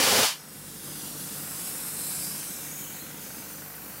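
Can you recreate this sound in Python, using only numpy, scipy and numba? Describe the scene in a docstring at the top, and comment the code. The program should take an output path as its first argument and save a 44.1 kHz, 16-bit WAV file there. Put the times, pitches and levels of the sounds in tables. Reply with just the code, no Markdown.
"""A towable diesel air compressor in an open yard, heard from beside its control panel.
First a valve dumps air with a loud hiss that rings the steel housing, surges once and shuts.
From half a second on, the four-cylinder engine is left knocking and humming with its cooling fan,
under a hiss of air whose colour shifts as the microphone moves past the housing. Just after
two seconds a bright jet peaks and a finger softly bumps the microphone; the machine runs on."""
import sys
import numpy as np
from scipy import signal
from scipy.fft import rfft, irfft
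from scipy.io import wavfile
from scipy.ndimage import uniform_filter1d, map_coordinates
from numba import njit

SR = 44100
rng = np.random.default_rng(int(sys.argv[2]) if len(sys.argv) > 2 else 0)


def waveform_to_disk(signal):
    """Save audio, clipped to [-1, 1], as 16-bit WAV at the path in sys.argv[1]."""
    frames = np.transpose(np.atleast_2d(signal))
    scaled = np.clip(frames, -1, 1) * 32767
    samples = np.round(scaled).astype(np.int16)
    wavfile.write(sys.argv[1], SR, samples)


N = 176400

# Colours of the blow-off's hiss and low roar. Each row: frequency in Hz, relative level in dB.
BLAST_SPECTRUM = [(100, -40), (500, -16), (800, -1), (1100, -4), (1700, 0), (2200, -2), (3200, 0.5),
                  (4100, -0.5), (5200, 0.5), (6200, -2), (7200, -3), (8550, -3.5), (9700, -2.5),
                  (11400, -5), (12600, -10), (15700, -9.5)]
ROAR_SPECTRUM = [(30, -24), (80, -11.5), (160, -8.5), (240, -3.5), (340, -8), (400, -2.5), (510, 1.5),
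                 (600, -4), (750, -4), (1000, -6.5), (1800, -11.5), (4000, -21), (10000, -22)]
# Resonances of the steel housing. Each row: centre in Hz, width in Hz, relative level in dB.
HOUSING_MODES = [(1040, 170, -1.5), (2430, 120, 0), (2880, 140, -1.5), (3050, 78, 3), (3380, 100, -1),
                 (3770, 70, -0.5), (4400, 220, -3), (4670, 280, -2.5), (5940, 280, -4.5)]

# Colours of the broad air, bright jet and top sizzle. Each row: frequency in Hz, relative level in dB.
AIR_SPECTRUM = [(800, -25), (2400, -1.5), (3300, -2), (4500, -1.5), (6500, -0.5), (8500, 1), (10000, 3),
                (12000, -0.5), (15700, -11)]
JET_SPECTRUM = [(3000, -37), (6900, -12), (7450, 0), (8900, 2.5), (10500, -1), (11700, 2.5), (12700, -6.5),
                (14500, -5), (16000, -11.5)]
SIZZLE_SPECTRUM = [(4000, -19.5), (8000, -29), (11500, -10), (12600, -3), (13500, 4), (14400, -5),
                   (15800, 0)]
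# Their faders; the jet peaks as the microphone passes it. Each row: time in seconds, level in dB.
AIR_FADER = [(.38, -53), (.55, -47.5), (.825, -42.5), (.865, -40), (1.4, -40), (2.2, -41), (2.7, -41.5),
             (3.04, -45), (3.5, -43), (3.7, -47.5), (4, -45)]
JET_FADER = [(.4, -52), (1.05, -47.5), (1.5, -38), (1.9, -36), (2.12, -33.5), (2.35, -36), (2.65, -42.5),
             (3, -58), (4, -54)]
SIZZLE_FADER = [(.4, -51), (.9, -43), (1.5, -39.5), (2.4, -42.5), (2.8, -37.5), (3.1, -41.5), (3.6, -41),
                (4, -39.5)]
# A sweeping band of hiss. Each row: time in seconds, centre in Hz, level in dB.
HISS_SWEEP = [(.4, 5350, -51), (.7, 5540, -73), (1.1, 4850, -53.5), (1.85, 4800, -52), (2.25, 5100, -44),
              (2.5, 5930, -46.5), (2.85, 7030, -45), (3.1, 6640, -55.5), (3.55, 6130, -53), (4, 5300, -62)]
# Brief swells of narrow hiss.
# Each row: peak time in seconds, half length in seconds, centre in Hz, width in Hz, level in dB.
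HISS_SWELLS = [(2.87, .07, 3080, 240, -53.5), (3.02, .07, 4150, 160, -54.5), (2.08, 0.12, 4150, 350, -51),
               (2.2, .14, 8900, 450, -46)]
# The notch that reflections cut. Each row: time in seconds, centre in Hz, depth from 0 to 1.
NOTCH_PATH = [(.4, 2880, 0.16), (1.1, 2330, 0.52), (1.6, 3000, 0.15), (2.15, 2980, 0.18), (2.55, 3470, 0),
              (2.75, 4370, .45), (3, 5300, 0.36), (3.15, 4500, 0.1), (3.3, 3250, 0.35), (4, 3350, 0.6)]

# Accents of one engine cycle. Each entry: strength of one cylinder's knock in relative dB.
CYLINDER_ACCENTS = [-0.5, -7, -1, -11.5]
# Exhaust hum. Each row: multiple of the firing rate, level in dB relative to HUM_FADER.
HUM_HARMONICS = [(1, -18.5), (2, -16.5), (3, -17), (4, -15)]
# Colours of the engine's rumble and clatter. Each row: frequency in Hz, relative level in dB.
RUMBLE_SPECTRUM = [(30, -45), (48, -30), (65, -15.5), (125, -10), (155, 2), (215, -1.5), (300, -3.5),
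                   (400, -10.5), (550, -10.5), (900, -36.5), (2000, -57)]
CLATTER_SPECTRUM = [(200, -29), (450, 0), (800, 1), (1400, 2), (2200, -3.5), (3200, -5.5), (4500, -10),
                    (8000, -51), (16000, -39)]
# Resonances of the engine block. Each row: centre in Hz, width in Hz, relative level in dB.
BLOCK_MODES = [(534, 42, 0.5), (780, 110, -3.5), (902, 40, -1), (1507, 154, 1), (1900, 150, -3),
               (2256, 73, -6)]
# Faders of the hum and the ringing block, which is clearer near the grille.
# Each row: time in seconds, level in dB.
HUM_FADER = [(.38, -60), (.6, -44), (.9, -45), (2, -46.5), (3.3, -47), (3.7, -45.5), (4, -45)]
BLOCK_FADER = [(.38, -60), (.9, -58.5), (1.5, -54.5), (2.2, -54), (2.7, -54.5), (3.5, -53), (4, -56.5)]
# Machine faders. Each row: time in seconds, rumble and fan level in dB, clatter level in dB before trim.
MACHINE_FADERS = [(.38, -56.5, -50.5), (.5, -50.5, -54), (.81, -50, -53.5), (.87, -45.5, -48.5),
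                  (1.2, -46.5, -48.5), (1.5, -47, -47), (2.1, -48, -48), (2.65, -48.5, -50),
                  (3.4, -48.5, -50.5), (4, -51, -48.5)]
# Fan tones. Each row: multiple of the blade rate, level in dB relative to the fan's fader.
FAN_HARMONICS = [(1, -7), (2, -11), (3, -17), (5, -19)]

TIME = np.arange(N) / SR


def blow_off():
    """The open valve roars, surges once and shuts: the low roar stops first, the ringing housing last."""
    hiss_db, housing_db, roar_db = -22.5, -29, -26.5
    housing_lag_s, roar_end_s, roar_fade_s = .012, 0.231, 0.038
    hiss = colour(noise(), BLAST_SPECTRUM) * undb(hiss_db) * valve(TIME)
    housing = ring(noise(), HOUSING_MODES) * undb(housing_db) * valve(TIME - housing_lag_s)
    flow = np.clip(1 - (TIME - roar_end_s) / roar_fade_s, 0, 1)
    surge_db = 5 * bell(at_s=0.197, half_s=0.0087)
    roar = colour(noise(), ROAR_SPECTRUM) * flow
    roar *= undb(roar_db + surge_db + 2.5 * wander(66))  # a fast flutter rides on the roar
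    return panel_echoes(hiss + housing, gain=0.053, drift_s=.00004, longest_s=.016) + roar


def valve(t, close_s=0.24, fall_db_s=36, fall_db_s2=1400):
    """Gain of the escaping air: steady, then falling ever faster as the valve shuts."""
    closing = np.maximum(t - close_s, 0)
    return undb(-fall_db_s * closing - fall_db_s2 * closing ** 2)


def air_hiss(sweep_width_hz=2100., flicker_db=.5):
    """Steadily escaping air, its bands swelling and fading as the microphone moves round the housing."""
    layers = [(AIR_SPECTRUM, AIR_FADER), (JET_SPECTRUM, JET_FADER), (SIZZLE_SPECTRUM, SIZZLE_FADER)]
    hiss = sum(colour(noise(), spectrum) * undb(curve(fader)) for spectrum, fader in layers)
    centre_hz = curve(HISS_SWEEP)
    band = bandpass(bandpass(noise(), centre_hz, sweep_width_hz), centre_hz, sweep_width_hz)
    hiss += unit(band) * undb(curve(HISS_SWEEP, column=2))
    reflected = panel_echoes(hiss, gain=0.15, drift_s=.00011, longest_s=0.0059)
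    return reflected * undb(flicker_db * wander(25.2))


def hiss_swells():
    """Narrow resonances of the hiss come and go with the listening position."""
    out = np.zeros(N)
    for at_s, half_s, hz, width, db in HISS_SWELLS:
        mode = [(hz, width, 0)]
        out += undb(db) * bell(at_s, half_s) * ring(ring(noise(), mode), mode)
    return out


def engine(firing_hz=50.3, knock_decay_s=0.0097, scatter_db=1.6, throb_db=0.86, clatter_trim_db=-0.5):
    """Each firing pumps the exhaust hum and rumble and knocks the block; the cylinders differ."""
    firings = np.cumsum(firing_hz * (1 + .001 * wander(4))) / SR
    index = firings.astype(int)
    accent_db = np.array(CYLINDER_ACCENTS)[index % len(CYLINDER_ACCENTS)]
    strength = undb(accent_db + scatter_db * noise()[index])
    knock = strength * np.exp(-(firings % 1) / firing_hz / knock_decay_s)
    hum = sum(undb(db) * harmonic(firings, multiple) for multiple, db in HUM_HARMONICS)
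    # The knocks ride on a steady bed of noise: the lower the bed, the harder the pulse.
    rumble = undb(throb_db * wander(26.31)) * colour(noise() * (1.8 + knock), RUMBLE_SPECTRUM)
    clatter = undb(clatter_trim_db) * colour(noise() * (1.36 + knock), CLATTER_SPECTRUM)
    block = ring(noise() * (0.3 + knock), BLOCK_MODES)
    return (hum * undb(curve(HUM_FADER))
            + rumble * undb(curve(MACHINE_FADERS))
            + clatter * undb(curve(MACHINE_FADERS, column=2))
            + block * undb(curve(BLOCK_FADER)))


def cooling_fan(blade_hz=148.3, wobble=0.0049, flutter_db=2.4):
    """Blade tones that waver in the turbulent cooling air."""
    blades = np.cumsum(blade_hz * (1 + wobble * wander(14))) / SR
    tones = sum(undb(db + flutter_db * wander(11)) * harmonic(blades, multiple)
                for multiple, db in FAN_HARMONICS)
    return tones * undb(curve(MACHINE_FADERS))


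def finger_bump(at_s=2.19, hz=70, level_db=-49):
    """A finger brushes the microphone: one soft low thud."""
    return undb(level_db) * bell(at_s, half_s=0.02) * np.sin(2 * np.pi * hz * (TIME - at_s))


def panel_echoes(x, gain, drift_s, longest_s, count=18):
    """Short echoes from steel panels and ground; their paths drift as the microphone moves."""
    out = x
    for lag_s in rng.uniform(longest_s / 10, longest_s, count):
        delay = (lag_s + drift_s * wander(2)) * SR
        out = out + gain * map_coordinates(x, [np.arange(N) - delay], order=2, mode="wrap")
    return out / np.sqrt(1 + count * gain ** 2)


def reflection_notch(x, width_hz=1120.):
    """A moving hollow, where direct and reflected sound cancel."""
    depth = np.clip(curve(NOTCH_PATH, column=2), 0, 1)
    return x - depth * bandpass(x, curve(NOTCH_PATH), width_hz)


def ring(x, modes):
    """Pass a sound through a body's resonances, at rms 1."""
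    return unit(sum(undb(db) * bandpass(x, np.full(N, float(hz)), float(width))
                    for hz, width, db in modes))


@njit
def bandpass(x, hz, width):
    """State-variable band-pass with a moving centre."""
    out, band_state, low_state = np.empty(len(x)), 0., 0.
    for i in range(len(x)):
        tuning, damping = np.tan(np.pi * hz[i] / SR), width / hz[i]
        band = (band_state + tuning * (x[i] - low_state)) / (1 + tuning * (tuning + damping))
        band_state = 2 * band - band_state
        low_state += 2 * tuning * band
        out[i] = damping * band
    return out


def colour(x, points):
    """EQ a sound through (Hz, dB) points, at rms 1."""
    hz, db = np.array(points, float).T
    bins = np.maximum(np.fft.rfftfreq(N, 1 / SR), 1)
    gain = undb(np.interp(np.log(bins), np.log(hz), db))
    return unit(irfft(rfft(x) * gain, N))


def harmonic(cycles, multiple):
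    """A sine locked to a running cycle count, at random phase and rms 1."""
    return np.sqrt(2) * np.sin(2 * np.pi * (multiple * cycles + rng.random()))


def wander(rate_hz):
    """Smooth random modulation at rms 1: held steps, slewed twice."""
    hold = int(SR / rate_hz)
    steps = np.repeat(noise()[:N // hold + 1], hold)
    return unit(uniform_filter1d(uniform_filter1d(steps, hold), hold)[:N])


def curve(table, column=1):
    """Automation from one column of a table: straight lines in time, ends held."""
    rows = np.array(table, float)
    return np.interp(TIME, rows[:, 0], rows[:, column])


def bell(at_s, half_s):
    """A bell-shaped envelope peaking at 1."""
    return np.exp(-((TIME - at_s) / half_s) ** 2)


def noise():
    """White noise."""
    return rng.standard_normal(N)


def undb(db):
    """Decibels to gain."""
    return 10 ** (np.asarray(db) / 20)


def unit(x):
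    """Scale to rms 1."""
    return x / np.sqrt(np.mean(x ** 2))


def scene():
    """Blast, machine and hiss reach one microphone; both channels carry the same sound."""
    mono = blow_off() + reflection_notch(engine() + air_hiss())
    mono += hiss_swells() + cooling_fan() + finger_bump()
    return np.array([mono, mono])


def record(dry):
    """A low cut takes off the deepest bass, a steep high cut the very top."""
    low_cut = signal.butter(4, 40, "high", fs=SR, output="sos")
    high_cut = signal.ellip(12, .2, 80, 15750, fs=SR, output="sos")
    return signal.sosfilt(high_cut, signal.sosfilt(low_cut, dry))


dry = scene()
out = record(dry)
waveform_to_disk(out)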